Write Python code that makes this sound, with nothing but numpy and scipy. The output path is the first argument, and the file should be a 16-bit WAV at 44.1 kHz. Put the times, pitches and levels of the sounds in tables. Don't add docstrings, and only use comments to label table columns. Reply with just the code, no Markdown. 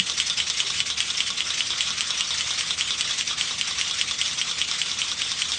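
import sys
import numpy as np
from scipy import signal
from scipy.fft import rfft, irfft, next_fast_len
from scipy.io import wavfile
from scipy.ndimage import uniform_filter1d, map_coordinates

SR = 44100
rng = np.random.default_rng(int(sys.argv[2]) if len(sys.argv) > 2 else 0)


def store_pcm(level_fs):
    pcm = np.round(np.clip(level_fs, -1, 1) * 32767).astype(np.int16)
    wavfile.write(sys.argv[1], SR, np.atleast_2d(pcm).T)


N = 246332

# (time [s], impact level [dB], treble gain [dB], air level [dB])
OPENING_STROKES = [(0.0, -13, -3, -28), (0.201, -14.5, 1.5, -25.4), (0.402, -16, -4, -25),
                   (0.6032, -15, -3.5, -25), (0.8039, -14, 0.5, -27), (1.0047, -15, 0, -26),
                   (1.2052, -14.5, -1.5, -26.5), (1.406, -16.5, -4, -28.5), (1.6068, -15.5, -8.5, -26.5),
                   (1.8077, -15, 1, -27.7), (2.008, -15.5, 3.5, -27.5), (2.2085, -16, 2.5, -27.5),
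                   (2.409, -18, 1, -26), (2.6093, -19.5, -2, -24.4), (2.81, -17, -1, -25.5),
                   (3.0098, -16, 6, -29), (3.2104, -18, 0, -24.5), (3.4113, -16.5, -1.5, -28),
                   (3.6123, -15.9, -0.5, -27.5), (3.8129, -16.4, -2, -25), (4.0133, -14, -1.4, -26),
                   (4.2143, -15.9, 0.5, -26.5), (4.4147, -16.5, -2.5, -26.5), (4.6155, -16.5, -3, -26.5),
                   (4.8166, -16, -0.5, -26.5), (5.0176, -16.6, -6, -26.5), (5.2188, -18, -1, -28.7),
                   (5.42, -16.5, 2, -27.5)]
CLOSING_STROKES = [(0.0983, -19.5, 1, -28.5), (0.2995, -18.5, 2.4, -25.5), (0.5001, -18, 4.5, -27),
                   (0.7019, -20, 1.2, -27.5), (0.9019, -20.5, -3, -31), (1.103, -20, 1, -31.5),
                   (1.3038, -20.5, 0, -30.5), (1.5048, -20.6, -3, -29.8), (1.705, -20.9, -4, -31),
                   (1.9055, -20, -2, -28.5), (2.1061, -19, 1.5, -29.5), (2.3067, -18.5, -1.5, -32),
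                   (2.5071, -21, 2, -27.5), (2.7075, -18.5, -5, -28.5), (2.9073, -20, 0.5, -33.5),
                   (3.1089, -20.5, -3, -28.5), (3.3085, -19, -12, -28.5), (3.5096, -22.5, -5, -29),
                   (3.7103, -22.5, -2.0, -27), (3.911, -21.5, 2.5, -30.5), (4.1112, -19.5, 0, -29),
                   (4.3124, -23.5, -4, -28.5), (4.513, -20.5, -1, -31.5), (4.714, -19.5, -1, -29),
                   (4.9156, -22, -0.2, -29), (5.1161, -20.9, -2, -31), (5.3175, -20, 3, -31.5),
                   (5.5194, -20, 2, -30)]
# (frequency [Hz], level [dB])
TICK_SPECTRUM = [(150, -36), (900, -31), (1250, -24), (1650, -23), (1950, -12), (2650, -7), (3000, 1.3),
                 (3450, -4), (3700, -14), (4200, -11), (6750, -19), (7750, -12), (8750, -23), (10000, -47)]
TOCK_SPECTRUM = [(150, -26), (800, -23), (1200, -12), (1550, -18), (2300, -23), (3000, -10), (3470, 0.5),
                 (3900, -3.5), (4250, -13), (5450, -6), (6150, -10), (6600, -19), (8700, -20), (10000, -56)]
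# (frequency [Hz], level [dB])
JET_SPECTRUM = [(300, -31), (900, -16.5), (1200, -14), (2200, 0), (3400, -3.5), (4300, 1.5), (5000, 1.5),
                (5900, 6.5), (6600, -3), (8200, -18.5), (9000, -7.5), (10000, -64)]
PORT_SPECTRUM = [(200, -22.5), (800, -26), (1200, -11.5), (1650, -6.5), (2050, -1), (2600, 0.5),
                 (3400, 0.5), (4100, -3), (6000, -2.5), (7000, -4.5), (8500, -5.5), (10000, -44.5)]
def near_pulsator():
    open_s, tick_db, tick_treble, in_db = np.transpose(OPENING_STROKES)
    shut_s, tock_db, tock_treble, out_db = np.transpose(CLOSING_STROKES)
    ticks = impacts(open_s, tick_db + 0.18, tick_treble - 0.5, TICK_SPECTRUM,
                    chatter_db=-10, chatter_t60=0.03, bounce_db=-13, bounce_s=0.0036, ring_db=-12.5)
    tocks = impacts(shut_s, tock_db + 0.2, tock_treble, TOCK_SPECTRUM,
                    chatter_db=-5, chatter_t60=0.05, bounce_db=-7.5, bounce_s=0.004, ring_db=-3)
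    jet = venting(open_s, in_db, lead=0.039, rise=0.015, t60=0.11)
    jet += venting(shut_s, out_db, lead=0.04, rise=0.01, t60=0.21)
    port = venting(open_s, in_db - 6.5, lead=0.036, rise=0.0095, t60=0.12, hold=0.03)
    port += venting(shut_s, out_db - 8.5, lead=0.04, rise=0.0068, t60=0.17, hold=0.019)
    jet *= turbulence(JET_SPECTRUM, patchy_db=3.5)
    port *= turbulence(PORT_SPECTRUM, patchy_db=3.5)
    flutter = amp(0.4 * wobble(250) + 1.3 * wobble(1200))
    return ticks + tocks + (jet + port) * flutter


# (frequency [Hz], level [dB], decay time T60 [s])
HOUSING_MODES = [(475, .5, 0.09), (1120, 4, 0.06), (1424, 1.5, 0.13), (3030, -13, 0.07), (3410, -2, 0.13),
                 (3600, .5, 0.11), (3830, 0, 0.11), (4080, -3.5, 0.2), (5450, 2, 0.035)]
def impacts(times, levels_db, trebles_db, spectrum,
            chatter_db, chatter_t60, bounce_db, bounce_s, ring_db):
    track, t = np.zeros(N), np.arange(SR // 8) / SR
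    treble_hz = 4000
    rms_scale = np.sqrt(0.0035 * SR)
    chatter = amp(-60 * t / chatter_t60) * (1 - np.exp(-(t / 0.0025) ** 2))
    modes = [(hz, amp(db + along(spectrum, hz) - 60 * t / t60)) for hz, db, t60 in HOUSING_MODES]
    for s, db, treble_db in zip(times, levels_db, trebles_db):
        force = amp(chatter_db) * unit_energy(rng.standard_normal(len(t)) * chatter)
        force[0] += 1
        bounce_at = int(bounce_s * SR * rng.uniform(0.85, 1.15))
        force[bounce_at] += amp(bounce_db + rng.normal(0, 2))
        body = minimum_phase([(hz, level + treble_db * (hz > treble_hz)) for hz, level in spectrum])
        click = unit_energy(signal.fftconvolve(force, body)[:len(t)])
        ring = np.zeros(len(t))
        for hz, decay in modes:
            strength, detune = amp(rng.normal(0, 2.9)), rng.normal(1, 0.0044)
            ring += strength * decay * np.sin(2 * np.pi * (hz * detune * t + rng.random()))
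        add(track, s, rms_scale * amp(db) * (click + amp(ring_db) * unit_energy(ring)))
    return track


def venting(times, levels_db, lead, rise, t60, hold=0):
    track, t = np.zeros(N + SR), np.arange(SR // 4) / SR
    opening = np.sin(np.pi / 2 * np.minimum(t / rise, 1)) ** 2
    flow = opening * amp(-60 * np.maximum(t - rise - hold, 0) / t60)
    for s, db in zip(times, levels_db):
        add(track, 1 + s - lead + rng.normal(0, 0.0012), amp(db) * flow)
    return track[SR:]


def turbulence(spectrum, patchy_db):
    spectrogram = signal.stft(noise(spectrum), nperseg=512)[2]
    patches = uniform_filter1d(rng.standard_normal(spectrogram.shape), size=5, axis=0)
    patches = unit_rms(uniform_filter1d(patches, size=7, axis=1))
    return unit_rms(signal.istft(spectrogram * amp(patchy_db * patches), nperseg=512)[1][:N])


FAR_PERIODS = [.2396, .388, .2664, .3218]
# (first opening [s], first closing [s], tick level [dB], tock level [dB],
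# opening air level [dB], closing air level [dB], air lead [s], air T60 [s], chatter level [dB])
FAR_VALVES = [(.063, .181, -29, -26.5, -35.5, -36.5, 0.054, 0.27, 10),
              (.374, .204, -27.5, -28, -36.5, -41.5, .05, 0.11, 3.5),
              (.26, .114, -34, -27, -30, -33, 0.0597, 0.12, 9.5),
              (.236, .111, -39, -31.5, -32.5, -35.5, 0.031, 0.19, 6)]
def far_pulsators():
    track, scatter_db = np.zeros(N), 1.2
    for period, valve in zip(FAR_PERIODS, FAR_VALVES):
        first_open, first_shut, tick_db, tock_db, in_db, out_db, lead, t60, chatter_db = valve
        cycles = np.arange(0, N / SR, period)
        opens, shuts = first_open + cycles, first_shut + cycles
        open_vary, shut_vary = rng.normal(0, scatter_db, (len(cycles), 2)).T
        track += far_impacts(opens, tick_db + open_vary, TICK_SPECTRUM, chatter_db)
        track += far_impacts(shuts, tock_db + shut_vary, TOCK_SPECTRUM, chatter_db)
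        air_db = np.r_[in_db + open_vary, out_db + shut_vary]
        flow = venting(np.r_[opens, shuts], air_db, lead, rise=0.014, t60=t60)
        track += flow * turbulence(PORT_SPECTRUM, patchy_db=3)
    return track


def far_impacts(times, levels_db, spectrum, chatter_db):
    trebles_db = rng.normal(-1.2, 2.2, len(times))
    return impacts(times, levels_db, trebles_db, spectrum, chatter_db,
                   chatter_t60=0.06, bounce_db=-5, bounce_s=0.006, ring_db=-6)


# (frequency [Hz], level [dB])
LEAK_SPECTRUM = [(350, -45), (600, -24), (960, -14), (1130, -8), (1430, -9), (1680, -12.5), (1930, -8.5),
                 (2630, -6.5), (3480, 0), (4090, -6), (5780, -6), (6950, -9.5), (7900, -16), (9070, -20),
                 (10000, -50)]
# (time [s], level [dB])
INTAKE_LEVELS = [(0.0, -34), (0.702, -33), (1.8, -32), (3.2, -32), (5.5, -33)]
# (time [s], half width [s], gain [dB])
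HISS_SWELLS = [(.03, 0.021, -2), (.36, .012, -3), (.845, 0.028, -3.5), (.955, 0.013, -5.5),
               (1.03, .02, 3.5), (1.128, 0.01, -8), (1.66, .03, 1), (2.34, 0.023, 3), (2.76, .022, -1.5),
               (2.95, 0.015, 4), (3.26, 0.013, -3), (3.355, 0.017, -4), (3.45, .025, 0.5), (3.57, .025, -1),
               (4.06, .012, -7), (4.175, .015, -2), (4.26, 0.025, 4), (4.54, .025, -0.5), (4.87, 0.012, 3),
               (5.16, .025, -0.5), (5.48, 0.018, 0)]
def leaks():
    t = np.arange(N) / SR
    steady_db = np.interp(t, *np.transpose(INTAKE_LEVELS))
    swells_db = sum(db * np.exp(-((t - s) / width) ** 2) for s, width, db in HISS_SWELLS)
    flicker_db = 0.9 * wobble(30) + wobble(90)
    return amp(steady_db + swells_db + flicker_db) * turbulence(LEAK_SPECTRUM, patchy_db=2.6)


# (time [s], level [dB], frequency [Hz], decay time T60 [s])
STALL_BUMPS = [(.003, -26, 183, 0.085), (0.644, -41.5, 397, 0.22), (1.306, -41, 186, 0.14),
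               (1.698, -47, 346, 0.16)]
def bumps():
    track, t = np.zeros(N), np.arange(SR // 4) / SR
    for s, db, hz, t60 in STALL_BUMPS:
        phase = 2 * np.pi * hz * t + 0.42 * wobble(65)[:len(t)]
        envelope = amp(db - 60 * t / t60) * (1 - np.exp(-t / 0.0009))
        add(track, s, envelope * np.sin(phase))
    return track


# (frequency [Hz], rms level [dB], fluctuating share of power [0-1])
PUMP_TONES = [(80, -57.5, 0.4), (160.3, -59, .25), (240.5, -62, .25), (481, -69, 0.1), (601.5, -71, 0.1)]
# (frequency [Hz], level [dB])
RUMBLE_SPECTRUM = [(20, -30.5), (45, -9.5), (70, 2.5), (90, -2), (115, 4), (145, -1.5), (190, 0), (260, -5),
                   (340, -5.5), (450, -5.5), (700, -7.5), (1200, -14), (2500, -40)]
def vacuum_pump():
    t, hum = np.arange(N) / SR, np.zeros(N)
    for hz, db, share in PUMP_TONES:
        swell = np.sqrt(2 * (1 - share)) + np.sqrt(share) * (wobble(12) + 1j * wobble(12))
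        hum += amp(db) * np.real(swell * np.exp(2j * np.pi * hz * t))
    return hum + amp(-50.5) * noise(RUMBLE_SPECTRUM)


# (frequency [Hz], decay time T60 [s])
BARN_DECAY = [(200, 0.37), (1200, 0.094), (3500, 0.11), (9000, 0.091)]
def barn(x):
    track, block, delay_s = np.zeros(N), SR // 8, 0.005
    for start in range(0, N, block):
        hz, t, spectrogram = signal.stft(rng.standard_normal(SR // 3), SR, nperseg=256)
        decay = amp(-60 * t / along(BARN_DECAY, hz)[:, None])
        tail = unit_energy(signal.istft(spectrogram * decay, SR, nperseg=256)[1])
        add(track, start / SR + delay_s, signal.fftconvolve(x[start:start + block], tail))
    return track


def amp(db):
    return 10 ** (np.asarray(db) / 20)


def unit_rms(x):
    return x / np.sqrt(np.mean(x ** 2) + 1e-20)


def unit_energy(x):
    return x / np.linalg.norm(x)


def along(points, hz):
    frequencies, values = np.transpose(points)
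    return np.interp(np.log(hz + 1), np.log(frequencies + 1), values)


def wobble(rate):
    knots = rng.standard_normal(int(N * rate / SR) + 4)
    return map_coordinates(knots, [np.arange(N) * rate / SR])


def filtered(x, response):
    size = next_fast_len(N + SR // 2)
    return irfft(rfft(x, size) * response(np.fft.rfftfreq(size, 1 / SR)), size)[:N]


def noise(spectrum):
    return unit_rms(filtered(rng.standard_normal(N), lambda hz: amp(along(spectrum, hz))))


def minimum_phase(spectrum, size=2048):
    cepstrum = irfft(np.log(amp(along(spectrum, np.fft.rfftfreq(size, 1 / SR)))))
    cepstrum[1:size // 2] *= 2
    cepstrum[size // 2 + 1:] = 0
    return irfft(np.exp(rfft(cepstrum)))


def add(track, s, sound):
    span = track[max(round(s * SR), 0):][:len(sound)]
    span += sound[:len(span)]


def scene():
    near, far = near_pulsator(), far_pulsators()
    reverberation = barn(amp(-8.5) * near + amp(-8) * far)
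    return (near + far + reverberation + leaks() + vacuum_pump() + bumps())[None]


def record(dry):
    ceiling, cutoff_hz = 0.8, 9500
    soft = dry[0] / (1 + np.abs(dry[0] / ceiling) ** 4) ** (1 / 4)
    return filtered(soft, lambda hz: 1 / np.sqrt(1 + (hz / cutoff_hz) ** 100))[None]


dry = scene()
out = record(dry)
store_pcm(out)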